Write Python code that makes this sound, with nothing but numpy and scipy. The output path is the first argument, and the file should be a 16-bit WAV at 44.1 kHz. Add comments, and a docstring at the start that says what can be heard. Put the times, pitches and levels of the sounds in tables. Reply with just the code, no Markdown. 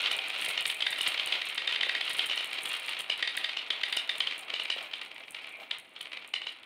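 """Glass marbles run down a homemade track of boards, wooden blocks and cardboard cups in a small room.
They drop onto three blocks, each ringing in its own modes, and tap over the joints of the ramp.
The grain of the boards makes them rumble and sing; they bump the cups, and each hard collision
in a cup sets off a flurry of clicks. The stream thins to a few stragglers over a faint hush."""
import sys
import numpy as np
from scipy import signal
from scipy.fft import rfft, irfft
from scipy.io import wavfile
from scipy.ndimage import uniform_filter1d, minimum_filter1d

SR = 44100
rng = np.random.default_rng(int(sys.argv[2]) if len(sys.argv) > 2 else 0)


def wrap_up_sound(samples):
    """Save the sound to the file named by the first command line argument, as 16-bit audio."""
    columns = np.atleast_2d(samples).T
    # keep every value between -1 and 1, then stretch to whole-number steps
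    tamed = np.clip(columns, -1, 1)
    steps = np.round(tamed * 32767).astype(np.int16)
    wavfile.write(sys.argv[1], SR, steps)


N = 293265


def from_db(db):
    """Decibels to gain."""
    return 10 ** (np.asarray(db) / 20)


def unit_rms(x):
    """Scale to rms 1."""
    return x / np.sqrt(np.mean(x ** 2) + 1e-20)


def unit_energy(x):
    """Scale to energy 1."""
    return x / np.linalg.norm(x)


def at_hz(rows, hz):
    """Interpolate a table over log frequency."""
    known_hz, values = np.transpose(rows)
    return np.interp(np.log(np.maximum(hz, 1)), np.log(known_hz), values)


def in_time(rows):
    """Interpolate a table at every sample."""
    times_s, values = np.transpose(rows)
    return np.interp(np.arange(N) / SR, times_s, values)


def through(x, response):
    """Convolve with an impulse response."""
    return signal.oaconvolve(x, response)[:N]


def add(track, start_s, sound):
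    """Mix a short sound into a track."""
    start = int(np.clip(round(start_s * SR), 0, N - 1))
    track[start:start + len(sound)] += sound[:N - start]


def body(spectrum, size=2048):
    """Minimum-phase impulse response with the given spectral shape; unit energy."""
    gain = from_db(at_hz(spectrum, np.fft.rfftfreq(size, 1 / SR)))
    cepstrum = irfft(np.log(gain))
    cepstrum[1:size // 2] *= 2
    cepstrum[size // 2 + 1:] = 0
    return unit_energy(irfft(np.exp(rfft(cepstrum))))


def surges(per_s):
    """Slow random curve through unit-variance knots."""
    knots = rng.standard_normal(int(per_s * N / SR) + 2)
    return np.interp(np.arange(N) / SR * per_s, np.arange(len(knots)), knots)


def grains(per_s, spread_db):
    """Random contacts of very uneven strength; rms 1."""
    hits = np.flatnonzero(rng.random(N) < per_s / SR)
    sizes = np.minimum(rng.exponential(1, N)[hits], 3.5)
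    signs = np.sign(rng.random(N)[hits] - .5)
    force = np.zeros(N)
    force[hits] = signs * from_db(spread_db * sizes)
    return unit_rms(force)


def contact(chatter_db, swell_s, floor_db=-1, floor_s=.0031, size=1024):
    """First touch, its echo off the floor and the chatter of loose parts; unit energy."""
    age = np.arange(size) / SR / swell_s
    burst = rng.standard_normal(size) * age ** 2 * np.exp(-2 * age)
    force = from_db(chatter_db) * unit_energy(burst)
    force[0] += 1
    force[int(floor_s * SR * rng.uniform(.85, 1.15))] += from_db(floor_db)
    return unit_energy(force)


def stirred(steady_db, events, share_db, fade_s):
    """Level in dB with a flare after each event; flare energy falls to 1/e in fade_s."""
    kicks = np.zeros(N)
    for start_s, level_db, *_ in events:
        add(kicks, start_s, from_db([level_db + share_db]) ** 2)
    flares = signal.lfilter([1], [1, -np.exp(-1 / (fade_s * SR))], kicks)
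    return 10 * np.log10(flares + from_db(steady_db) ** 2)


# Room decay. Each row: frequency in Hz, T60 in seconds.
ROOM_DECAY = [(150, 0.22), (800, 0.08), (2500, 0.33), (5500, 0.18), (10000, 0.26), (16000, 0.28)]
def room(dry, wet_db, onset_s, bands=12, size=26000):
    """Direct sound plus a diffuse tail that builds up and dies band by band."""
    t, hz = np.arange(size) / SR, np.fft.rfftfreq(size, 1 / SR)
    noise, tail = rfft(rng.standard_normal(size)), 0
    edges_hz = np.geomspace(40, SR / 2, bands + 1)
    for low, high in zip(edges_hz, edges_hz[1:]):
        band = irfft(noise * ((hz >= low) & (hz < high)))
        t60_s = at_hz(ROOM_DECAY, np.sqrt(low * high))
        tail += band * from_db(-60 * t / t60_s)
    tail *= 1 - np.exp(-(t / onset_s) ** 2)
    response = from_db(wet_db) * unit_energy(tail)
    response[0] += 1
    return through(dry, response)


# Background noise. 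Each row: frequency in Hz, gain in dB.
HUSH_SPECTRUM = [(25, -36), (100, -7.5), (300, 3.5), (1000, -23), (4000, -28), (16000, -42)]
def hush():
    """Faint, steady, low noise."""
    return from_db(-71) * through(rng.standard_normal(N), body(HUSH_SPECTRUM))


# Marbles under way. Each row: time in seconds, level in dB.
STREAM_LEVEL = [(0, -31.5), (0.13, -33.5), (0.25, -37), (0.42, -35), (0.58, -35.5), (0.69, -40.5),
                (0.8, -42.5), (1.2, -35.5), (1.55, -38.5), (2.45, -37.5), (2.69, -35), (2.78, -40),
                (2.95, -36.5), (3.04, -41.5), (3.68, -42), (4.3, -42), (4.75, -42), (5.25, -52),
                (5.55, -45.5), (5.9, -56.5), (6.15, -54), (6.65, -53)]
# Bumps on wood, rolling whirr, board thud, hollow board note. Each row: frequency in Hz, gain in dB.
RATTLE_SPECTRUM = [(300, -53.5), (1400, -10), (1900, -1.5), (2300, -3), (2900, 5), (3500, 0), (4200, -3.5),
                   (4600, -12), (5200, -18), (7000, -27.5), (16000, -40)]
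WHIRR_SPECTRUM = [(150, -50), (1000, -22), (1900, -11), (2330, 0), (2600, -4), (3400, -11), (5000, -33),
                  (16000, -70)]
BOARD_SPECTRUM = [(40, -22), (120, -21), (230, -10.5), (330, 1), (450, 2.5), (640, 5.5), (850, 5.5),
                  (1200, 7), (1700, 0.5), (3000, -26.5), (16000, -103)]
HOLLOW_SPECTRUM = [(250, -32), (560, -10), (635, 3), (710, -7), (790, 0), (1100, -30)]
def rolling(stretches=3, max_bumps_per_s=105):
    """Marbles bump along the boards, shaken by the grain; each stretch has its own echoes."""
    # Marbles rattle on after a drop and skip after a joint.
    busy_db = stirred(in_time(STREAM_LEVEL), BLOCK_DROPS, share_db=-24.5, fade_s=.051)
    busy_db = stirred(busy_db, JOINT_TAPS, share_db=-21.5, fade_s=.024)
    rattle_db = busy_db - 4.5
    rolling_db = .67 * busy_db - 28   # fades more slowly than the rattle
    bumps_per_s = max_bumps_per_s * from_db(.58 * (busy_db - busy_db.max()))
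    out = 0
    for _ in range(stretches):
        bumps = through(grains(bumps_per_s, spread_db=3.6), contact(chatter_db=-2, swell_s=.002))
        rattle = through(bumps, body(RATTLE_SPECTRUM))
        grain = grains(2500, spread_db=3) * from_db(3 * surges(18))
        whirr = from_db(3.5) * through(grain, body(WHIRR_SPECTRUM))
        rumble = through(grain + from_db(-2.5) * bumps, body(BOARD_SPECTRUM))
        crossings = from_db(7.5 * surges(8))   # swells as marbles cross mid-board
        hollow = from_db(-9) * through(unit_rms(grain * crossings), body(HOLLOW_SPECTRUM))
        dry = from_db(rattle_db) * rattle + from_db(rolling_db) * (whirr + rumble + hollow)
        out += room(dry, wet_db=-3.5, onset_s=.00024)
    return out / np.sqrt(stretches)


# Singing roll of single marbles. Each row: time in seconds, level in dB.
SINGING_LEVEL = [(0, -46), (2.9, -52.5), (3.7, -66), (4.8, -55), (5.25, -64), (5.55, -46), (5.9, -91),
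                 (6.15, -55), (6.65, -84)]
def singing(centre_hz=2330, width_hz=300, wander=.035):
    """Wood grain keeps a rolling marble ringing in a narrow band that wanders as it travels."""
    grain = grains(700, spread_db=4) * from_db(4 * surges(25))
    envelope = signal.lfilter([1], [1, -np.exp(-np.pi * width_hz / SR)], grain)
    hz = centre_hz * (1 + wander * surges(14))
    carrier = np.sin(2 * np.pi * np.cumsum(hz) / SR)
    tone = unit_rms(through(envelope * carrier, body(WHIRR_SPECTRUM)))
    return room(from_db(in_time(SINGING_LEVEL)) * tone, wet_db=1, onset_s=.00086)


# Bumps against a cup. Each row: start in seconds, level in dB.
CARDBOARD_BUMPS = [(0.48, -44), (1.868, -42.5), (2.309, -51), (2.583, -50), (4.537, -44.5), (4.764, -42)]
# Cardboard knock. Each row: frequency in Hz, gain in dB.
CARDBOARD_SPECTRUM = [(60, -24), (200, -15), (340, 3.5), (550, 12), (900, 1), (2500, -25)]
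def cup_bumps(gain_db=24):
    """Glass on cardboard: a dull, hollow knock."""
    force = np.zeros(N)
    for start_s, level_db in CARDBOARD_BUMPS:
        add(force, start_s, from_db([level_db + gain_db]))
    return room(through(force, body(CARDBOARD_SPECTRUM)), wet_db=-1, onset_s=.018)


# Hard marble-on-marble hits. Each row: start in seconds, level in dB.
COLLISIONS = [(0.018, -34), (0.118, -29), (0.1666, -31), (0.284, -31), (0.388, -37), (0.4144, -28.5),
              (0.432, -37), (0.449, -26), (0.4865, -26), (0.493, -32), (0.609, -29), (0.6658, -26),
              (0.6683, -30), (0.678, -26), (0.689, -36), (0.9068, -27.5), (0.9853, -33), (1.015, -25),
              (1.078, -22.5), (1.09, -32), (1.261, -27), (1.455, -35.5), (1.488, -33.5), (1.547, -33.5),
              (2.0968, -29), (2.133, -29), (2.1693, -31.5), (2.1858, -31), (2.26, -31), (2.2674, -32),
              (2.446, -31), (2.532, -33), (2.6337, -29), (2.6604, -31), (2.693, -31), (2.863, -35.5),
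              (2.894, -31.5), (2.992, -30.5), (3.0078, -30), (3.1772, -38.5), (3.3695, -26), (3.925, -35),
              (3.9674, -26.5), (4.1827, -31.5), (4.381, -36), (4.394, -34), (4.636, -36.5), (4.828, -39),
              (5.3084, -34), (5.785, -36.5), (6.0132, -34.5), (6.277, -40.5)]
# Faint jostling in the cups. Each row: time in seconds, level in dB.
JOSTLE_LEVEL = [(0, -68), (0.7, -59), (1.4, -66), (1.75, -74), (2.1, -63), (2.6, -60.5), (3.0, -67),
                (3.55, -74), (4.1, -72), (4.6, -83), (4.95, -73.5), (5.5, -69.5), (5.9, -80.5), (6.65, -78)]
# Glass tick and jolted cup. Each row: frequency in Hz, gain in dB.
GLASS_SPECTRUM = [(100, -70), (1000, -16), (4000, -26), (6800, -7), (8000, -2.5), (8800, 3.5), (9250, 8),
                  (10000, -2.5), (12500, -7.5), (16000, -13)]
JOLT_SPECTRUM = [(25, -10), (60, 5), (130, 16.5), (400, 14), (2000, -50)]
def glass_clicks(click_db=11.5, rebound_db=6, jolt_db=-7, marbles=3):
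    """Marbles of slightly different pitch collide, rebound, jolt the cup and set neighbours clicking."""
    jostle_db = stirred(in_time(JOSTLE_LEVEL), COLLISIONS, share_db=-45, fade_s=.027)
    marble = rng.integers(0, marbles, len(COLLISIONS))
    bunching = from_db(5 * surges(12))
    out = 0
    for k, pitch_ratio in enumerate(np.linspace(.985, 1.02, marbles)):
        force = from_db(jostle_db) * unit_rms(bunching * grains(42, spread_db=4))
        jolts = np.zeros(N)
        for start_s, level_db in np.array(COLLISIONS)[marble == k]:
            add(force, start_s, from_db([level_db + click_db]))
            add(jolts, start_s, from_db([level_db + jolt_db]))
            add(force, start_s + rng.uniform(.0039, .017), from_db([level_db + rebound_db]))
        force = through(force, contact(chatter_db=-9, swell_s=.0006, floor_db=-14))
        ticks = through(force, body(np.array(GLASS_SPECTRUM) * [pitch_ratio, 1]))
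        cup = through(jolts, body(JOLT_SPECTRUM))
        out += room(ticks + cup, wet_db=-9.5, onset_s=.002)
    return out


def wood_ring(modes, swell_s, vary_db=2.6, detune=.004, size=6000):
    """Modes build up and decay, varying in level and pitch with the landing spot; unit energy."""
    hz, level_db, t60_s = np.transpose(modes)[:, :, None]
    t = np.arange(size) / SR
    signs = (-1) ** np.arange(len(hz))[:, None]
    gains = signs * from_db(level_db + vary_db * rng.standard_normal(hz.shape) - 60 * t / t60_s)
    hz = hz * (1 + detune * rng.standard_normal(hz.shape))
    ring = np.sum(gains * np.sin(2 * np.pi * hz * t), axis=0)
    ring *= 1 - np.exp(-t / swell_s)
    highpass = signal.butter(2, 1100, "high", fs=SR, output="sos")   # the ring carries no bass below about 1 kHz
    return unit_energy(signal.sosfilt(highpass, ring))


# Glass-on-wood clack. Each row: frequency in Hz, gain in dB.
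CLACK_SPECTRUM = [(300, -62), (1300, -13.5), (1600, -1), (2100, 12), (3000, 2.5), (3700, 13), (4300, 4.5),
                  (4800, 0.5), (5400, -7.5), (7000, -17), (10000, -15.5), (16000, -103)]
def knocks(hits, modes, ring_db, clack_db, thud_db, swell_s, clack_wet_db,
           chatter_db=-3, lead_s=.0001, clack_slope=1, thud_slope=.76):
    """Glass on wood: ring, bright clack and board thud. Slopes in dB/dB make hard blows brighter."""
    clacks, close = np.zeros(N), np.zeros(N)
    wood, board = body(CLACK_SPECTRUM), body(BOARD_SPECTRUM)
    for start_s, level_db in hits:
        touch_s = start_s - lead_s
        force = contact(chatter_db, swell_s, floor_db=1)
        clack = unit_energy(signal.fftconvolve(force, wood))
        thud = unit_energy(signal.fftconvolve(force, board))
        add(clacks, touch_s, from_db(clack_slope * level_db + clack_db) * clack)
        add(close, touch_s, from_db(thud_slope * level_db + thud_db) * thud)
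        add(close, touch_s + swell_s, from_db(level_db + ring_db) * wood_ring(modes, swell_s))
    return room(clacks, clack_wet_db, onset_s=.0095) + room(close, wet_db=-7.5, onset_s=.0093)


# Taps on the ramp joints. Each row: start in seconds, level in dB.
JOINT_TAPS = [(0.301, -19.5), (0.3486, -23), (0.4609, -17), (0.489, -18.5), (0.655, -12.5), (1.064, -17.5),
              (1.071, -16), (1.1429, -17.5), (1.283, -25), (1.417, -16.5), (2.529, -21), (2.586, -19),
              (2.6943, -26), (2.8814, -19.5), (2.932, -20), (3.531, -22), (3.728, -32), (3.882, -22),
              (4.045, -28), (4.3101, -19.5), (4.3214, -21), (4.5012, -20.5), (4.654, -19.5), (4.781, -26),
              (4.806, -27), (5.014, -21), (5.1135, -26.5), (5.161, -28.5), (5.1791, -29), (5.204, -30),
              (5.2802, -29), (5.346, -21.5), (5.3875, -28.5), (5.4435, -26.5), (5.472, -27.5),
              (6.055, -26.5), (6.069, -29), (6.118, -26), (6.131, -23), (6.171, -23), (6.245, -29.5)]
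# Ramp modes. Each row: frequency in Hz, level in dB, T60 in seconds.
RAMP_RING = [(2050, -4, .012), (2320, 0, .018), (2600, -3, .012), (2900, -2, .016), (3200, -5, .012)]
def joint_taps():
    """Marbles cross the ramp joints with little chatter; soft taps are dull."""
    return knocks(JOINT_TAPS, RAMP_RING, ring_db=9.5, clack_db=15.5, thud_db=-10, swell_s=.0009,
                  clack_wet_db=-8, chatter_db=-8, clack_slope=1.43)


# End-block crack. Each row: frequency in Hz, gain in dB.
CRACK_SPECTRUM = [(3000, -30), (4900, 14), (6000, 7), (8000, -3), (9500, -20), (14000, -32)]
def cracks(gain_db=17, slope=1.83):
    """Drops on the end block add a brief, bright crack that grows faster than the blow."""
    force = np.zeros(N)
    for start_s, level_db in drops_on("end"):
        add(force, start_s, from_db(gain_db + slope * level_db) * contact(chatter_db=20, swell_s=.002))
    return room(through(force, body(CRACK_SPECTRUM)), wet_db=-4, onset_s=.0057)


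def drops_on(block):
    """Start and level of each drop on one block."""
    return [(start_s, level_db) for start_s, level_db, name in BLOCK_DROPS if name == block]


# Drops onto the blocks; the row at 2.312 s is a quick return of the drop just before it. Each row: start in
# seconds, level in dB, block name.
BLOCK_DROPS = [(0.058, -16, "short"), (0.1115, -20, "end"), (0.188, -23, "short"), (0.5759, -19.5, "end"),
               (0.6985, -19, "short"), (0.805, -20.5, "short"), (0.822, -15.5, "short"),
               (0.8658, -16.5, "long"), (0.9269, -22.5, "long"), (0.987, -26, "end"), (1.008, -21.5, "end"),
               (1.176, -21, "short"), (1.196, -16.5, "short"), (1.272, -24.5, "end"),
               (1.3235, -14, "short"), (1.5782, -19.5, "long"), (1.6747, -18, "long"),
               (1.725, -19, "short"), (1.7585, -21, "long"), (1.8093, -16.5, "short"),
               (1.8306, -17, "long"), (1.893, -18.5, "long"), (1.9495, -20.5, "long"),
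               (2.01, -18.5, "short"), (2.077, -25, "short"), (2.1028, -23, "long"),
               (2.192, -13.5, "short"), (2.297, -22.5, "end"), (2.312, -22.5, "end"), (2.3749, -22, "end"),
               (2.407, -25, "end"), (2.654, -24.5, "short"), (3.099, -18, "end"), (3.2257, -17, "long"),
               (3.2748, -18.5, "long"), (3.3733, -21.5, "long"), (3.443, -19.5, "long"),
               (3.4929, -26, "long"), (3.5694, -23, "end"), (3.704, -14.5, "short"), (3.834, -17.5, "long"),
               (3.9258, -19, "long"), (3.97, -18.5, "end"), (4.093, -18, "long"), (4.204, -13.5, "short"),
               (4.2705, -19.5, "short"), (4.5386, -22, "end"), (4.597, -22.5, "end"), (4.7014, -19, "end"),
               (4.9349, -22.5, "short"), (5.7104, -19.5, "short"), (5.9618, -32.5, "short"),
               (6.008, -27.5, "short"), (6.338, -20, "end"), (6.417, -30.5, "end"), (6.4687, -25.5, "end"),
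               (6.6318, -39.5, "short")]
# Block modes. Each row: frequency in Hz, level in dB, T60 in seconds.
LONG_RING = [(1615, -15.8, 0.025), (1911, -3.5, 0.024), (1965, -2.5, 0.01), (2179, -10, 0.016),
             (2680, -5.2, 0.014), (2773, -4.5, 0.011), (3082, -6.2, 0.02), (3148, -8.3, 0.022),
             (3600, -9, 0.042), (3685, -5.3, 0.014), (4700, -15, 0.017)]
SHORT_RING = [(1935, -12, 0.014), (2329, -6, 0.011), (2461, -8, 0.016), (2665, -6, 0.011),
              (2865, -8, 0.016), (3088, 0.0, 0.025), (3350, -6.0, 0.034), (3405, -2, 0.012),
              (3652, -3, 0.011), (3745, -9.0, 0.014), (4013, -8, 0.01), (4688, -13, 0.012)]
END_RING = [(2073, -17, 0.016), (2370, -15, 0.016), (2830, -7, 0.02), (3600, -16, 0.012), (2930, 0, 0.015),
            (3050, -7, 0.016), (2945, -26, .11), (4195, -14, 0.01)]
def block_drops(echo_s=.02, echo_loss_db=8):
    """Falling marbles make three blocks chatter and ring; the end block echoes off nearby surfaces."""
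    long_block = knocks(drops_on("long"), LONG_RING, ring_db=17.5, clack_db=13, thud_db=-8,
                        swell_s=.00077, clack_wet_db=-1.5)
    short_block = knocks(drops_on("short"), SHORT_RING, ring_db=15.5, clack_db=10, thud_db=-7,
                         swell_s=.00095, clack_wet_db=-3.5)
    end_block = knocks(drops_on("end"), END_RING, ring_db=18, clack_db=11.5, thud_db=-2.5,
                       swell_s=.00202, clack_wet_db=1.5, chatter_db=3.5, lead_s=.001305)
    returns = [(start_s + k * echo_s, level_db - k * echo_loss_db)
               for start_s, level_db in drops_on("end") for k in (1, 2)]
    blurred_echoes = knocks(returns, END_RING, ring_db=20, clack_db=-14, thud_db=-12,
                            swell_s=.0031, clack_wet_db=1, chatter_db=8, lead_s=0)
    return long_block + short_block + end_block + blurred_echoes


def scene():
    """Mono mix of wood, glass, hush and cardboard."""
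    wood = block_drops() + joint_taps() + cracks() + singing() + rolling()
    return (wood + glass_clicks() + hush() + cup_bumps())[None]


def record(dry, ceiling_db=-13.9, window_samples=16, cutoff_hz=15650):
    """Fast limiter on the hardest knocks, then a steep low-pass."""
    allowed = np.minimum(1, from_db(ceiling_db) / (np.abs(dry) + 1e-9))
    gain = uniform_filter1d(minimum_filter1d(allowed, window_samples), window_samples)
    lowpass = signal.ellip(10, .1, 80, cutoff_hz, fs=SR, output="sos")
    return signal.sosfilt(lowpass, dry * gain)


dry = scene()
out = record(dry)
wrap_up_sound(out)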